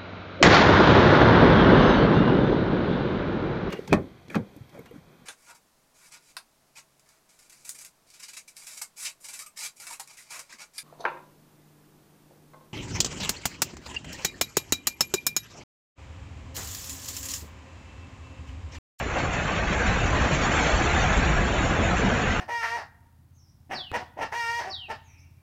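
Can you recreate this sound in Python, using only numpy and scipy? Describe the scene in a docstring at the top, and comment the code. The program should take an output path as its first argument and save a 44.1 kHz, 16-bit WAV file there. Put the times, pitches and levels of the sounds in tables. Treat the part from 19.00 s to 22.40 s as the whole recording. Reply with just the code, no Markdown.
"""A demolition site, some tens of metres from a tall concrete building as it topples.
An excavator's diesel hums beneath the rumble of the ground. Blocks tumble, slabs thud, and a dense
slide of rubble and grit roars, with single cracks, clinks and spills on top. The facades around answer
the single hits. One fixed microphone, with a narrow notch in the treble."""
import sys
import numpy as np
from scipy import signal
from scipy.fft import rfft, irfft, next_fast_len
from scipy.io import wavfile
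from scipy.ndimage import uniform_filter1d, map_coordinates

SR = 44100
rng = np.random.default_rng(int(sys.argv[2]) if len(sys.argv) > 2 else 0)


def master(y):
    """Save y as 16-bit WAV."""
    cut = np.clip(np.atleast_2d(y).T, -1, 1)
    pcm = np.round(cut * 32767)  # scale
    wavfile.write(sys.argv[1], SR, pcm.astype(np.int16))


N = 149940  # 3.4 s


def amp(db):
    """Decibels to gain."""
    return 10 ** (np.asarray(db) / 20)


def unit(x):
    """Scaled to rms 1."""
    return x / np.sqrt(np.mean(x ** 2) + 1e-20)


def along(points, hz):
    """(frequency, value) points read on a log frequency axis."""
    knots_hz, values = np.transpose(points)
    return np.interp(np.log(hz + 1), np.log(knots_hz + 1), values)


def curves(rows):
    """One value per sample for each column after the time."""
    times, *columns = np.transpose(rows)
    return [np.interp(np.arange(N) / SR, times, column) for column in columns]


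def wobble(rate, samples=N, knots=1024):
    """A smooth random curve, rate knots a second."""
    return map_coordinates(rng.standard_normal(knots), [np.arange(samples) * rate / SR], mode="wrap")


def filtered(x, response):
    """x through a filter whose gain is response(hz)."""
    n = x.shape[-1]
    padded = next_fast_len(n + SR // 4)
    return irfft(rfft(x, padded) * response(np.fft.rfftfreq(padded, 1 / SR)), padded)[:n]


def coloured(x, colour):
    """x shaped by a spectrum, at rms 1."""
    return unit(filtered(x, lambda hz: amp(along(colour, hz))))


def tone(hz, drift):
    """A sine at rms 1, its phase pushed about by drift (radians)."""
    t = np.arange(len(drift)) / SR
    return np.sqrt(2) * np.sin(2 * np.pi * hz * t + drift)


def add(track, start_s, sound):
    """Mixes a sound into the track."""
    part = track[max(round(start_s * SR), 0):][:len(sound)]
    part += sound[:len(part)]


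def impacts(lo_hz, hi_hz, cycles, spread_db, count, size):
    """A shower of random knocks, each size samples long and dying by 60 dB over so many cycles."""
    when, pitch, strength, polarity = rng.random((count, 4)).T[:, :, None]
    hz = lo_hz * (hi_hz / lo_hz) ** pitch
    age = np.arange(size)
    phase = hz * age / SR
    strength_db = -spread_db * np.log(np.maximum(strength, .01))
    envelope = hz * amp(strength_db - 60 * phase / cycles)  # the factor hz keeps the shower about flat
    knocks = envelope * np.sin(2 * np.pi * phase) * np.sign(polarity - .5)
    positions = (when * N).astype(int) + age
    return unit(np.bincount(positions.ravel(), knocks.ravel(), N)[:N])


def wash(patchy_db, size):
    """The blur of countless hidden impacts: noise in which single pitches flare up briefly."""
    frames = dict(nperseg=size, noverlap=size * 3 // 4)
    spectra = signal.stft(rng.standard_normal(N), **frames)[2]
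    flares = uniform_filter1d(rng.standard_normal(spectra.shape), size=3, axis=0)
    flares = unit(uniform_filter1d(flares, size=5, axis=1))
    return signal.istft(spectra * amp(patchy_db * np.minimum(flares, 2)), **frames)[1][:N]


def fall(knocks, blur, colour, wash_db):
    """Near knocks over the wash of the hidden ones."""
    return unit(coloured(knocks, colour) + amp(wash_db) * coloured(blur, colour))


# reverberation between the buildings around the site (frequency [Hz], t60 [s])
FACADE_DECAY = [(100, 1), (1000, 0.67), (7000, 0.33)]
def facades(x, wet_db):
    """The direct sound with its diffuse answer from the buildings; the treble dies first."""
    hz, t, spectra = signal.stft(rng.standard_normal(SR // 2), SR, nperseg=256)
    decay = amp(-60 * t / along(FACADE_DECAY, hz)[:, None])
    tail = signal.istft(spectra * decay, SR, nperseg=256)[1]
    return x + amp(wet_db) * signal.fftconvolve(x, tail / np.linalg.norm(tail))[:N]


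# the engine's firing lines (frequency [Hz], level [dB])
DIESEL_LINES = [(59, -37.5), (88.5, -41)]
def diesel(drift_rad=0.69):
    """The excavator's engine hums unsteadily under the collapse."""
    return sum(amp(db) * tone(hz, drift_rad * wobble(3.58)) for hz, db in DIESEL_LINES)


# swell of the ground rumble (time [s], level [dB])
RUMBLE_SWELL = [(0.0, -42), (0.28, -30.5), (0.48, -32), (0.63, -34), (0.78, -30), (0.84, -33), (0.93, -26),
                (1.2, -31), (1.32, -30), (1.42, -26), (1.66, -31), (1.8, -23), (2.1, -25.5), (2.25, -27),
                (2.45, -26.5), (2.54, -32), (2.66, -25), (2.95, -28), (3.12, -31.5), (3.21, -38),
                (3.27, -25), (3.4, -28.5)]
# its spectrum (frequency [Hz], relative level [dB])
RUMBLE_SPECTRUM = [(10, -21.5), (22, -6.5), (42, 3.5), (60, 2), (85, -2.5), (115, -5), (200, -36),
                   (500, -63)]
def rumble(gain_db=-2.0, lumpy_db=1):
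    """The ground and the falling mass shake the air."""
    level_db, = curves(RUMBLE_SWELL)
    envelope = amp(level_db + gain_db + lumpy_db * wobble(11))
    return envelope * coloured(rng.standard_normal(N), RUMBLE_SPECTRUM)


# loose debris landing (time [s], level [dB], length before release [s], band centre [Hz])
DEBRIS_SPILLS = [(0.154, -32, 0.039, 1100), (0.323, -33, 0.028, 3300), (0.551, -34, 0.026, 2700),
                 (0.718, -34, 0.027, 2700), (0.857, -29.5, 0.031, 2380), (0.921, -34, 0.049, 1690),
                 (1.307, -29.5, 0.019, 3800), (1.407, -29.5, 0.13, 1400), (1.56, -26.5, 0.029, 2010),
                 (1.641, -29, 0.023, 2800), (1.908, -31.5, 0.026, 2800), (2.098, -27.5, 0.04, 1300),
                 (2.159, -34.5, 0.018, 6000), (2.304, -33, 0.025, 2600), (2.964, -32, 0.021, 4500)]
# spectrum of crumbling and splintering debris (frequency [Hz], relative level [dB])
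DEBRIS_SPECTRUM = [(200, -20.5), (600, -1.5), (1500, -2.5), (2600, -7), (4000, -26.5), (7500, -18)]
def spills(gain_db=0, attack_s=0.0064, release_t60=0.15, width_octaves=0.91):
    """Loads of loose debris crumble onto the heap; the finer the pieces, the higher the burst."""
    out, t = np.zeros(N), np.arange(SR) / SR
    for start, db, length, centre_hz in DEBRIS_SPILLS:
        envelope = (1 - np.exp(-t / attack_s)) * amp(-60 * np.maximum(t - length, 0) / release_t60)
        band = lambda hz: np.exp(-.5 * (np.log2((hz + 1) / centre_hz) / width_octaves) ** 2)
        pieces = filtered(wash(patchy_db=1.5, size=1024)[:SR], band)
        add(out, start, amp(db + gain_db) * envelope * coloured(pieces, DEBRIS_SPECTRUM))
    return out


# chunks of concrete snapping and knocking together (time [s], level [dB], pitch [Hz])
CONCRETE_CRACKS = [(.155, -27, 546), (.168, -31.5, 770), (.228, -26.5, 522), (.246, -29, 1098),
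                   (0.795, -22, 1620), (.803, -24, 495), (0.955, -29, 1134), (1.128, -24, 1018),
                   (1.435, -26.5, 760), (1.532, -24, 1593), (1.646, -25, 1404), (1.692, -24.5, 660),
                   (1.719, -25.5, 1210), (1.794, -26, 760), (2.039, -23, 732), (2.18, -30.5, 1376),
                   (2.227, -30, 1676), (2.363, -25, 735), (2.375, -25.5, 1654), (2.833, -23.5, 678),
                   (2.861, -26.5, 1515), (2.904, -31, 663), (3.018, -27.5, 1604), (3.089, -25, 1537),
                   (3.117, -26, 632), (3.138, -30.5, 1480), (3.189, -24, 737), (3.272, -27, 1566)]
def cracks(attack_s=0.004, clack_t60=0.14, splinter_db=-2, splinter_t60=0.1):
    """Concrete snaps: a pitched clack under a shorter, broad splintering."""
    out, t = np.zeros(N), np.arange(SR) / SR
    for start, db, hz in CONCRETE_CRACKS:
        clack = amp(-60 * t / clack_t60) * tone(hz, 0.66 * wobble(hz / 6, len(t)))
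        noise = coloured(rng.standard_normal(SR), DEBRIS_SPECTRUM)
        splinter = amp(splinter_db - 60 * t / splinter_t60) * noise
        add(out, start, amp(db) * (1 - np.exp(-t / attack_s)) * (clack + splinter))
    return out


# tile and reinforcing bar ringing out (time [s], level [dB], pitch [Hz])
TILE_AND_BAR_CLINKS = [(.195, -25, 2191), (.375, -29, 2568), (.995, -23, 2654), (1.18, -23, 1810),
                       (1.589, -21, 2245), (2.074, -27, 2396), (2.146, -30, 2220), (2.845, -26, 2055),
                       (2.906, -22, 1320), (3.355, -22.5, 1423)]
def clinks(gain_db=-1, attack_s=0.012, t60=0.16):
    """Hard pieces ring briefly as they strike the heap."""
    out, t = np.zeros(N), np.arange(SR) / SR
    for start, db, hz in TILE_AND_BAR_CLINKS:
        envelope = amp(db + gain_db - 60 * t / t60) * (1 - np.exp(-t / attack_s))
        add(out, start, envelope * tone(hz, 0.92 * wobble(hz / 6, len(t))))
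    return out


# tumbling masonry (time [s], block level [dB], brick level [dB])
MASONRY_FLOW = [(0.05, -40, -36.5), (0.15, -34.5, -37), (0.29, -35.5, -37.5), (0.4, -30.5, -36.5),
                (0.63, -33.5, -36), (0.98, -30.5, -35.5), (1.25, -28.5, -32.5), (1.4, -29.5, -31.5),
                (1.6, -31, -32), (1.87, -33, -32), (1.97, -27.5, -35.5), (2.26, -29, -34),
                (2.55, -28.5, -32.5), (2.9, -29.5, -31.5), (2.97, -36, -33.5), (3.05, -26, -29),
                (3.14, -27.5, -32.5), (3.24, -28, -34), (3.35, -34.5, -31)]
# spectra of big blocks and of bricks (frequency [Hz], relative level [dB])
BLOCK_SPECTRUM = [(50, -27), (105, -1), (140, 0), (185, -1.5), (250, -8), (350, -19), (700, -46)]
BRICK_SPECTRUM = [(130, -18), (250, -4.5), (320, -1), (420, -2.5), (520, 0), (640, -7.5), (1200, -44)]
def masonry(block_db=-2, brick_db=-0.5):
    """Big blocks tumble with dull knocks, bricks with lighter ones."""
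    block_flow_db, brick_flow_db = curves(MASONRY_FLOW)
    knocks = impacts(lo_hz=91.8, hi_hz=693, cycles=9.8, spread_db=2.17, count=700, size=6144)
    blur = wash(patchy_db=3.5, size=2048)
    blocks = fall(knocks, blur, BLOCK_SPECTRUM, wash_db=-2)
    bricks = fall(knocks, blur, BRICK_SPECTRUM, wash_db=3)
    return amp(block_flow_db + block_db) * blocks + amp(brick_flow_db + brick_db) * bricks


# heavy slabs landing (time [s], level [dB], pitch [Hz], t60 [s])
SLAB_LANDINGS = [(.235, -25, 80, 0.19), (0.509, -21, 199, 0.11), (.668, -16.5, 54, 0.12),
                 (0.704, -19.5, 184, 0.12), (.88, -16.5, 49, .2), (.903, -19.5, 185, 0.13),
                 (1.041, -22, 90.4, 0.19), (1.124, -16.5, 75, .15), (1.155, -24, 302, 0.14),
                 (1.204, -22.5, 66, 0.33), (1.322, -16.5, 142.5, 0.15), (1.526, -20, 68, .16),
                 (1.642, -23.5, 474, 0.13), (1.731, -19, 48, 0.21), (1.835, -24.5, 430, 0.11),
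                 (1.857, -20, 84, .16), (1.985, -21.5, 57, 0.18), (2.165, -23, 416, .12),
                 (2.169, -14, 53.4, 0.16), (2.25, -16.5, 58.7, 0.35), (2.282, -17, 157, 0.094),
                 (2.358, -16.5, 42, 0.17), (2.574, -17, 66, 0.19), (2.713, -19.5, 156, 0.15),
                 (2.779, -24.5, 92, 0.17), (2.849, -20, 93, 0.14), (2.912, -18, 181, 0.14),
                 (3.015, -23, 436, 0.096), (3.024, -20, 253, 0.17), (3.042, -18, 192, 0.32),
                 (3.106, -27.5, 87, 0.26), (3.12, -17.5, 236, .13), (3.269, -23, 189, 0.17)]
def slabs(attack_s=0.0083, drift_rad=0.13):
    """Each slab lands with a low, unsteady thud."""
    out, t = np.zeros(N), np.arange(SR // 2) / SR
    for start, db, hz, t60 in SLAB_LANDINGS:
        envelope = amp(db - 60 * t / t60) * (1 - np.exp(-t / attack_s))
        add(out, start, envelope * tone(hz, drift_rad * wobble(hz / 2, len(t), knots=256)))
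    return out


# the slide, from tens of metres off (time [s], rubble level [dB], grit level [dB])
SLIDE_FLOW = [(0.0, -28.5, -39), (0.04, -34, -41), (0.13, -31, -42), (0.19, -29, -35.5),
              (0.25, -30.5, -37.5), (0.3, -31, -40.5), (0.34, -30, -36), (0.42, -30, -38),
              (0.52, -27.5, -37), (0.67, -30.5, -37.5), (0.74, -26.5, -33), (0.78, -30, -38),
              (0.88, -26, -33), (1.02, -28.5, -36), (1.08, -26.5, -34.5), (1.3, -27, -33.5),
              (1.37, -27, -33), (1.43, -25.5, -32), (1.65, -26.5, -30.5), (1.78, -25.5, -30.5),
              (2.17, -25, -32.5), (2.4, -27.5, -35.5), (2.52, -27.5, -35), (2.65, -27, -35.5),
              (3.05, -26.5, -35), (3.4, -27, -36.5)]
# spectra of rubble and of grit (frequency [Hz], relative level [dB])
RUBBLE_SPECTRUM = [(250, -38), (450, -14), (600, -0.5), (720, 1), (900, -2.5), (1200, -3), (1600, -1.9),
                   (2000, -5), (2600, -7.5), (3200, -16), (4300, -25), (7500, -37)]
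GRIT_SPECTRUM = [(1500, -20.5), (2700, -2), (3300, -1), (4200, -4.5), (5500, -6.5), (6300, -6),
                 (7000, -3.3), (7700, -8)]
def slide(rubble_db=-0.5, grit_db=-1, rubble_surge_db=0.48, grit_surge_db=0.75):
    """Rubble clatters and grit crackles down, surging together."""
    rubble_flow_db, grit_flow_db = curves(SLIDE_FLOW)
    surge = wobble(55)
    stones = impacts(lo_hz=333.3, hi_hz=4172, cycles=126, spread_db=2.0, count=1100, size=3584)
    chips = impacts(lo_hz=2377, hi_hz=8100, cycles=49, spread_db=1.5, count=3000, size=1024)
    rubble = fall(stones, wash(patchy_db=3.0, size=1536), RUBBLE_SPECTRUM, wash_db=5.5)
    grit = fall(chips, wash(patchy_db=7.5, size=1536), GRIT_SPECTRUM, wash_db=11.0)
    rubble *= amp(rubble_flow_db + rubble_db + rubble_surge_db * surge)
    grit *= amp(grit_flow_db + grit_db + grit_surge_db * surge)
    return rubble + grit


def scene():
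    """The whole collapse as it reaches the microphone, in mono."""
    hits = slabs() + cracks() + clinks() + spills()
    return (rumble() + masonry() + slide() + diesel() + facades(hits, wet_db=-17))[None]


def record(dry, ceiling=0.3, notch_hz=4964, half_width_hz=290, notch_depth=0.73, top_hz=7680):
    """Microphone and recorder round off the tallest peaks, notch the treble and cut all above top_hz."""
    rounded = dry[0] / (1 + np.abs(dry[0] / ceiling) ** 6) ** (1 / 6)
    notch = lambda hz: 1 - notch_depth / (1 + ((hz - notch_hz) / half_width_hz) ** 2)
    band_limit = lambda hz: np.clip((top_hz - hz) / 100, 0, 1) ** 2
    return filtered(rounded, lambda hz: notch(hz) * band_limit(hz))[None]


dry = scene()
out = record(dry)
master(out)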